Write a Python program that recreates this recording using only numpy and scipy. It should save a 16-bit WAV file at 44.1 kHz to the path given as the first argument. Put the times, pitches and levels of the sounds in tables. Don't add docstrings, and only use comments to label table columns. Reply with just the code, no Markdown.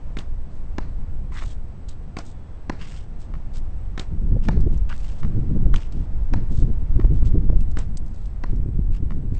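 import sys
import numpy as np
from scipy import signal
from scipy.fft import rfft, irfft, next_fast_len
from scipy.io import wavfile
from scipy.ndimage import uniform_filter1d, map_coordinates

SR = 44100
rng = np.random.default_rng(int(sys.argv[2]) if len(sys.argv) > 2 else 0)


def to_wav(s):
    ch = np.atleast_2d(s).T
    pcm = np.round(np.clip(ch, -1, 1) * 32767)
    wavfile.write(sys.argv[1], SR, pcm.astype(np.int16))


N = 414099
TIME = np.arange(N) / SR
HIT_TIME = TIME[:SR // 8]
# (frequency [Hz], relative level [dB])
COURT_TAIL = [(100, -3), (300, 4.5), (700, 1), (1400, -2), (2800, -9.5), (4500, -13), (8500, -18.5),
              (12000, -50.5)]


def undb(db):
    return np.exp(np.asarray(db) * np.log(10) / 20)


def unit(x):
    return x / np.sqrt(np.mean(x ** 2))


def curve(points):
    return np.interp(TIME, *np.transpose(points))


def colour(x, points):
    hz, db = np.transpose(points)
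    size = next_fast_len(len(x), real=True)
    bins_hz = np.maximum(np.arange(size // 2 + 1) * SR / size, 1)
    gain = undb(np.interp(np.log(bins_hz), np.log(hz), db))
    return irfft(rfft(x, size) * gain, size)[:len(x)]


def noise(points, size=N):
    return unit(colour(rng.standard_normal(size), points))


def patter(points, per_s, size=N):
    return unit(colour(rng.standard_normal(size) * (rng.random(size) < per_s / SR), points))


def band(x, hz, q):
    return signal.lfilter(*signal.iirpeak(min(hz, SR / 3), max(q, hz / SR * 3), fs=SR), x)


def band_noise(hz, q, passes=1, size=len(HIT_TIME)):
    x = rng.standard_normal(size)
    for _ in range(passes):
        x = band(x, hz, q)
    return x


def cut(x, hz, kind):
    return signal.lfilter(*signal.butter(1, hz, kind, fs=SR), x)


def walk(per_s):
    hold = max(int(SR / per_s), 1)
    steps = np.repeat(rng.standard_normal(N // hold + 1), hold)
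    return unit(uniform_filter1d(steps, hold)[:N])


def add(out, s, x):
    i = max(int(s * SR), 0)
    out[i:i + len(x)] += x[:max(N - i, 0)]


def kick(at_ms, decay_ms):
    ms = HIT_TIME * 1000 - at_ms
    return (ms >= 0) * np.exp(-np.abs(ms) / decay_ms)


def push(at_ms, width_ms):
    return np.exp(-((HIT_TIME * 1000 - at_ms) / width_ms) ** 2)


def ring(modes, at_ms, scatter):
    t = np.maximum(HIT_TIME - at_ms / 1000, 0)
    out = np.zeros(len(t))
    for hz, db, t60 in modes:
        detuned_hz = hz * (1 + scatter * rng.standard_normal())
        out += undb(db - 60 * t / t60) * np.sin(2 * np.pi * detuned_hz * t)
    return out


def court(x, spectrum, gap_s, early_db, early_t60, late_db, late_t60):
    t = TIME[:SR]
    fade = undb(early_db - 60 * t / early_t60) + undb(late_db - 60 * t / late_t60)
    tail = noise(spectrum, size=SR) * fade * np.clip((t - gap_s) / 0.01, 0, 1)
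    return np.pad(x, (0, SR - len(x))) + np.sqrt(np.sum(x ** 2) / SR) * tail


def whine():
    return undb(-80) * unit(band_noise(hz=7980, q=30, passes=2, size=N))


def thin_tone():
    swell = np.interp(TIME, [2.25, 2.35, 2.55, 2.65], [0, 1, 1, 0])
    hz = 3380 * (1 + 0.0048 * walk(60))
    return undb(-74.5) * swell * np.sin(2 * np.pi * np.cumsum(hz) / SR)


def traffic():
    # (time [s], relative level [dB])
    ride = [(0, -60.5), (2.9, -59.5), (3.9, -60.5), (5.1, -59), (7.2, -59.5), (7.85, -61.5), (9.39, -62.5)]
    # (frequency [Hz], relative level [dB])
    spectrum = [(40, -1), (120, -4), (250, -6), (500, -10), (800, -13), (1300, -20.5), (2000, -25.5),
                (3300, -33), (4500, -36), (7000, -40.5), (8600, -42.5)]
    return undb(curve(ride) + 11 + .5 * walk(4.2)) * noise(spectrum)


def gusts():
    # (time [s], hold [s], strength [dB])
    cues = [(0.808, 0.08, -41), (2.7, 0.23, -41.5), (3.297, 0.058, -34.5), (4.132, 0.13, -27.5),
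            (4.331, 0.041, -25), (4.494, .23, -23.5), (5.25, 0.47, -24.5), (5.975, 0.043, -27.5),
            (6.344, 0.047, -25), (6.542, 0.15, -26), (6.942, 0.37, -28.5), (7.348, 0.2, -24.5),
            (7.622, 0.51, -39), (8.489, 0.48, -32.5), (9.072, 0.27, -31)]
    attack_s, release_s = 0.052, 0.075
    return sum(undb(db) * np.interp(TIME, [s - attack_s, s, s + hold, s + hold + release_s], [0, 1, 1, 0])
               for s, hold, db in cues)


def buffets():
    # (time [s], peak pressure [full scale], build-up [ms], collapse [ms],
    # relative flutter level [dB], flutter pitch [Hz])
    cues = [(4.356, 0.32, 2.5, 1.8, -35, 453), (4.367, -0.15, 0.94, 1.4, -25.5, 504),
            (4.575, -0.64, 2.4, 2.6, -22.5, 387), (4.672, 0.45, 1.6, 1.2, -13.5, 381),
            (5.6615, -0.99, 4.6, 3.7, -30, 385), (6.358, -0.35, 5.3, 1.3, -14.5, 274),
            (6.626, -0.65, 2.6, 21, -24, 314), (6.647, 0.41, 1.5, 1.5, -20.5, 280),
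            (6.689, 0.027, 1.2, 1.1, -23.5, 357), (6.963, -.82, 3.8, 3.6, -31, 396),
            (6.996, 0.2, 1.4, 1, -18, 295), (7.048, 1.1, 3.7, 1.63, -20.5, 439),
            (7.059, -.65, 5, 4, -39, 300), (7.2271, -0.88, 5.4, 2.3, -34, 305),
            (7.355, 0.11, 1.7, 1.5, -28, 446), (7.379, 0.78, 4.6, 1.9, -27, 406),
            (7.499, 1.3, 8, 1.7, -22, 330), (7.53, 0.41, 5, 1.8, -25.5, 536),
            (7.5648, -.95, 6.4, 5, -29, 350), (8.533, 0.19, 1.5, 1.5, -26, 317),
            (8.601, 0.3, 2.7, 1.8, -29, 280), (8.633, 0.31, 4.5, 4.4, -33, 354),
            (8.662, 0.25, 1.6, 1.6, -21.5, 300), (8.69, -0.17, 1.3, 1.9, -24.5, 320),
            (8.793, 0.47, 1.6, 1.4, -29, 320), (9.03, -0.38, 2.5, 2.4, -17.5, 294),
            (9.322, 0.27, 2.1, 1.8, -26, 297)]
    passage_s, core_s = 0.041, 0.021
    out, duck = np.zeros((2, N))
    t = HIT_TIME - HIT_TIME.mean()
    passage, core = (np.cos(np.pi * np.clip(t / span, -.5, .5)) ** 2 for span in (passage_s, core_s))
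    for s, pressure, build_ms, collapse_ms, flutter_db, hz in cues:
        peak = 1 / (1 + (1000 * t / np.where(t < 0, build_ms, collapse_ms)) ** 2)
        flutter = unit(band_noise(hz, q=2.3, passes=3))
        add(out, s + t[0], pressure * passage * peak + 0.36 * undb(flutter_db) * core * flutter)
        add(duck, s + t[0], passage)
    return out, np.minimum(duck, 1)


def wind():
    # (time [s], relative level [dB])
    breeze_ride = [(0.0, -45), (0.05, -30.5), (1.12, -28), (2.59, -36), (4.0, -27), (4.65, -21.5),
                   (5.02, -26), (5.28, -28.5), (5.52, -33.5), (5.75, -12.5), (5.79, -29), (7.22, -16.5),
                   (8.47, -29.5), (8.5, -21), (9.13, -23), (9.39, -28.5)]
    # (frequency [Hz], relative level [dB])
    swell_spectrum = [(4, -1), (10, 4), (20, 3.5), (32, -4.5), (50, -5.5), (85, -13.5), (130, -30),
                      (250, -45), (600, -87), (1500, -120)]
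    eddy_spectrum = [(50, -9), (100, 1.5), (160, -3), (240, -11), (330, -19), (480, -28), (800, -54.5),
                     (1500, -61), (4000, -100)]
    flutter_spectrum = [(120, -23), (260, 7), (350, 5), (500, -11.5), (750, -23), (1200, -39),
                        (2500, -56.5), (6000, -92)]
    calm_db, break_db, break_width_db = -44.5, -32, 4.5
    breeze, gust = undb(curve(breeze_ride)), gusts()
    pressure = np.hypot(undb(4) * breeze, undb(6) * gust)
    flow_db = 10 * np.log10(gust ** 2 + undb(calm_db) ** 2 + (undb(-16.5) * breeze) ** 2)
    burst = walk(38)
    swell = pressure * undb(1.34 * walk(14)) * 2.53 * np.tanh(noise(swell_spectrum) / 2)
    breaking = 1 / (1 + np.exp(-(flow_db - break_db) / break_width_db))
    packets = undb(3.5 * burst * (1 + breaking) / 2)
    eddies = undb(flow_db - 0.5) * packets * noise(eddy_spectrum)
    flutter = undb(flow_db - 19.5) * packets ** 2 * breaking * patter(flutter_spectrum, per_s=500)
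    shoves, duck = buffets()
    return swell * (1 - duck) + eddies + flutter + shoves


def squeak():
    chirp = unit(band_noise(hz=2750, q=3.5, passes=2))
    out = np.zeros(N)
    add(out, s=7.602, x=undb(-58) * push(8, width_ms=6) * chirp)
    return out


def snap(db, hz):
    crack = unit(cut(band_noise(hz, q=0.93), 3000, "high"))
    return undb(db - 13) * crack * kick(0, decay_ms=4.5)


def sole(length, hz):
    # (frequency [Hz], relative level [dB])
    spectrum = [(100, -21.5), (400, -5), (1000, 14.5), (3800, -3), (5000, -5.5), (8500, -20.5)]
    climb_octaves, waver_octaves = .45, .06
    friction = patter(spectrum, per_s=2400, size=SR)
    body = band(friction, hz, q=5) + .2 * band(friction, hz, q=1) + .9 * band(friction, 1.7 * hz, q=5)
    octaves = climb_octaves * (np.minimum(TIME / length, 1) - .5) + waver_octaves * walk(50)
    playhead = np.cumsum(2 ** octaves[:SR // 2])
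    return unit(map_coordinates(body, [playhead], mode="mirror"))


def shoes():
    # (time [s], length [s], attack [s], hiss level [dB], relative rasp level [dB], pitch [Hz])
    scuffs = [(0.482, .16, .04, -69, -67, 4300), (1.315, 0.051, 0.0059, -61, -43.5, 1360),
              (1.331, 0.11, 0.026, -52, -39, 2060), (1.356, 0.087, .018, -60, -45.5, 3500),
              (1.414, 0.16, 0.022, -53, -54, 3460), (1.881, 0.061, 0.0059, -54, -54, 3980),
              (2.235, 0.11, .022, -55, -74, 4500), (2.772, 0.13, 0.046, -54.5, -45, 2850),
              (2.87, 0.19, 0.038, -52, -49, 3000), (3.186, 0.087, 0.011, -56.5, -67, 3450),
              (3.53, 0.081, 0.015, -51.5, -51.5, 5300), (4.425, 0.074, 0.0043, -57.5, -50, 3300),
              (4.697, 0.1, 0.022, -63, -60, 3460), (4.891, 0.062, 0.0022, -60, -39, 1670),
              (4.891, .014, 0.0018, -58, -41.5, 3000), (4.922, 0.3, 0.023, -55.5, -55, 2950),
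              (5.175, 0.046, .008, -60, -56, 3500), (5.76, .14, 0.0086, -58, -49.5, 3100),
              (5.909, 0.17, .01, -63.5, -60, 3240), (6.496, 0.2, 0.021, -54, -63.5, 3740),
              (7.127, 0.1, 0.018, -61, -60, 3500), (7.247, 0.054, 0.0069, -55, -54, 3530),
              (8.048, 0.34, 0.11, -66, -72, 4000), (8.92, 0.074, 0.014, -59, -52, 3000),
              (9.33, 0.094, 0.014, -60, -57.5, 2820)]
    # (time [s], relative level [dB], centre [Hz])
    grit = [(1.889, -25, 7500), (2.264, -32, 7000), (4.6052, -34, 5270), (4.7754, -37, 5430),
            (4.893, -34, 2800), (5.127, -42, 1900), (5.923, -33, 4000), (7.2556, -32, 3500),
            (7.606, -34.5, 5500), (7.714, -37, 5030), (7.9706, -18.5, 8500), (8.062, -41.5, 5500),
            (8.08, -44, 5500), (8.144, -41, 4500), (8.257, -39, 4000), (8.513, -46, 6000),
            (8.56, -43, 4800)]
    # (frequency [Hz], relative level [dB])
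    hiss_spectrum = [(200, -41.5), (800, -26), (2000, -21.5), (3500, 1.5), (5500, -3.5), (7000, -1.5),
                     (8400, -2)]
    release_share, loose_grains_per_s = 0.47, 41
    hiss_level, rasp, snaps = np.zeros((3, N))
    t = TIME[:SR // 2]
    for s, length, attack, hiss_db, rasp_db, hz in scuffs:
        drag = np.clip(np.minimum(t / attack, (length - t) / (release_share * length)), 0, 1)
        add(hiss_level, s, undb(hiss_db) * drag)
        add(rasp, s, undb(rasp_db) * drag * sole(length, hz))
    grains = rng.standard_normal(N) * (rng.random(N) < .08) * undb(2.1 * rng.exponential(size=N))
    hiss = hiss_level * unit(colour(grains, hiss_spectrum))
    slip = undb(2 * walk(220) + walk(45))
    for s, db, hz in grit:
        add(snaps, s, snap(db, hz))
    loose = (rng.random(N) < loose_grains_per_s / SR) * hiss_level * rng.random(N)
    snaps += signal.fftconvolve(loose, snap(db=14.5, hz=5100))[:N]
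    return slip * (hiss + 0.61 * rasp) + snaps


def ball(buckle_ms, release_ms, ring_db, pitch):
    # (frequency [Hz], relative level [dB], t60 [s])
    shell_modes = [(1917, -2.5, 0.0072), (2400, -13.5, 0.0078), (4250, -26, 0.021), (5450, -39, 0.0088)]
    air_modes = [(1027, -13.5, 0.012), (1410, -31, 0.026)]
    slap = 1.15 * kick(0, decay_ms=.26)
    flex = -.85 * kick(buckle_ms, decay_ms=1.5) + .75 * push(release_ms, width_ms=.55)
    rubber = ring([(pitch * hz, db, t60) for hz, db, t60 in shell_modes], buckle_ms, scatter=0.036)
    rubber *= 1 - kick(0, decay_ms=8.8)
    air = ring([(pitch * hz, db, t60) for hz, db, t60 in air_modes], release_ms, scatter=0.02)
    air *= 1 - kick(release_ms, decay_ms=0.9)
    felt = undb(-21.5) * rng.standard_normal(len(HIT_TIME)) * kick(0, decay_ms=4.5)
    pop = slap + flex + 1.8 * undb(ring_db) * (rubber + air) + felt
    return cut(cut(pop, 3100, "low"), 70, "high")


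def bounces():
    # (time [s], relative level [dB], wall echo delay [ms])
    cues = [(1.4221, -19, 15), (3.3394, -24.5, 13.8), (5.2322, -19.5, 16.6), (6.999, -20.5, 14),
            (9.107, -22, 13)]
    # (frequency [Hz], gain [dB])
    tone = [(200, -2), (700, 0), (1200, 1.5), (2000, 0), (3000, -3), (4200, -2.5), (8000, 2)]
    out = np.zeros(N)
    for s, db, echo_ms in cues:
        pop = undb(db) * band(ball(buckle_ms=1.2, release_ms=3.6, ring_db=-4, pitch=1.08), 1750, q=0.69)
        add(out, s, court(pop, COURT_TAIL, gap_s=.012,
                          early_db=11, early_t60=0.19, late_db=-27, late_t60=.8))
        add(out, s + echo_ms / 1000, undb(-4.5) * pop)
    return colour(out, tone)


def racket(thump_db, ring_db, brush_db, pock_hz, pock_db, partials, cycles):
    # (frequency [Hz], relative level [dB], t60 [s])
    string_modes = [(330, -15.5, 0.035), (557, -14, 0.0098), (734, -5, 0.025), (1070, -2.5, 0.019),
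                    (1403, -16, 0.056), (1654, -17.5, 0.012), (2470, -14, 0.026)]
    thump = 0.39 * push(0.53, width_ms=0.71) - push(2.46, width_ms=0.73) + 0.31 * push(5.36, width_ms=0.29)
    strings = ring(string_modes, at_ms=0.83, scatter=0.035) * (1 - kick(0, decay_ms=4.1))
    pock_modes = [(ratio * pock_hz, pock_db + db, cycles / pock_hz) for ratio, db in partials]
    pock = sum((-1) ** k * ring([mode], at_ms=0, scatter=0.019) for k, mode in enumerate(pock_modes))
    contact = .7 * push(2.4, width_ms=2.4) + .8 * kick(0, decay_ms=6)
    felt = unit(cut(band_noise(pock_hz, q=1.2), 9600, "low"))
    return undb(thump_db) * thump + undb(ring_db) * strings + pock + 0.38 * undb(brush_db) * contact * felt


def strokes():
    # (time [s], level [dB], string ring [dB], felt brush [dB],
    # pock pitch [Hz], pock [dB], wall echo delay [ms], echo [dB], crack pitch [Hz], crack [dB])
    cues = [(0.1690, -20.5, -7, -10.5, 1700, -7, 18.4, 1.5, 3350, -7),
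            (2.1679, -20.5, 3.5, -10.5, 2250, -8, 18.7, 1.5, 4900, -13),
            (3.977, -21.5, -2, -7.5, 1800, -2.5, 18.2, 6.5, 3390, -7),
            (5.7404, -25.5, -0.5, -2.5, 1400, 4.5, 20, 0.5, 2960, 2.5),
            (7.7701, -18, -11.5, -12.5, 1450, -12.5, 17.6, 1, 8000, -9)]
    # (pitch [ratio], relative level [dB])
    pock = [(.83, -2.5), (1, -1), (1.2, -6.5), (1.42, -8.5), (2.17, -12.5)]
    crack = [(.89, -6), (1, -2.5), (1.15, -4.5), (2.05, -12.5)]
    out = np.zeros(N)
    for s, db, ring_db, brush_db, pock_hz, pock_db, echo_ms, echo_db, crack_hz, crack_db in cues:
        direct = racket(0, ring_db, brush_db, pock_hz, pock_db, pock, cycles=22.6)
        echo = undb(echo_db) * racket(-7.5, ring_db - 5, brush_db - 3, crack_hz, crack_db, crack, cycles=35)
        for at, blow in (s, direct), (s + echo_ms / 1000, echo):
            add(out, at, court(undb(db) * blow, COURT_TAIL, gap_s=0.0084,
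                               early_db=14, early_t60=0.15, late_db=-15, late_t60=0.63))
    return out


def wall_hits():
    # (time [s], relative level [dB], time to buckle [ms], ring [dB], pitch [ratio])
    cues = [(0.7832, -13.5, 1.25, 6.5, 0.91), (2.697, -11.5, 1.32, 7.5, 0.99),
            (4.486, -11, 1.59, 8.5, 0.88), (6.3365, -14, 1.4, 7, 0.9), (8.4373, -19.5, 1.43, 10, 0.98)]
    # (frequency [Hz], relative level [dB])
    tone = [(150, 1), (700, -0.5), (1100, -1.5), (1800, -1), (2400, 1), (3200, -4), (4200, -0.5), (5500, 4),
            (8000, -3.5)]
    tail_spectrum = [(100, -2), (250, 7), (600, -0.5), (1800, -5.5), (2600, -14), (3600, -17.5),
                     (4250, -14), (5200, -24), (8500, -28), (12000, -45)]
    spring_back_ratio, slap_back_s = 2.9, 0.019
    out = np.zeros(N)
    for s, db, buckle_ms, ring_db, pitch in cues:
        pop = undb(db) * ball(buckle_ms, spring_back_ratio * buckle_ms, ring_db, pitch)
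        add(out, s, court(pop, tail_spectrum, gap_s=.016,
                          early_db=4, early_t60=0.37, late_db=-24.5, late_t60=0.85))
        add(out, s + slap_back_s, undb(-20) * cut(pop, 2500, "low"))
    return colour(out, tone)


def scene():
    ambience = wind() + traffic() + whine() + thin_tone()
    rally = wall_hits() + strokes() + bounces() + shoes() + squeak()
    return (ambience + rally)[None]


def record(dry):
    ceiling, top_hz = .7, 8500
    low_pass = signal.ellip(10, .2, 70, top_hz, fs=SR, output="sos")
    return signal.sosfilt(low_pass, np.clip(dry, -ceiling, ceiling))


dry = scene()
out = record(dry)
to_wav(out)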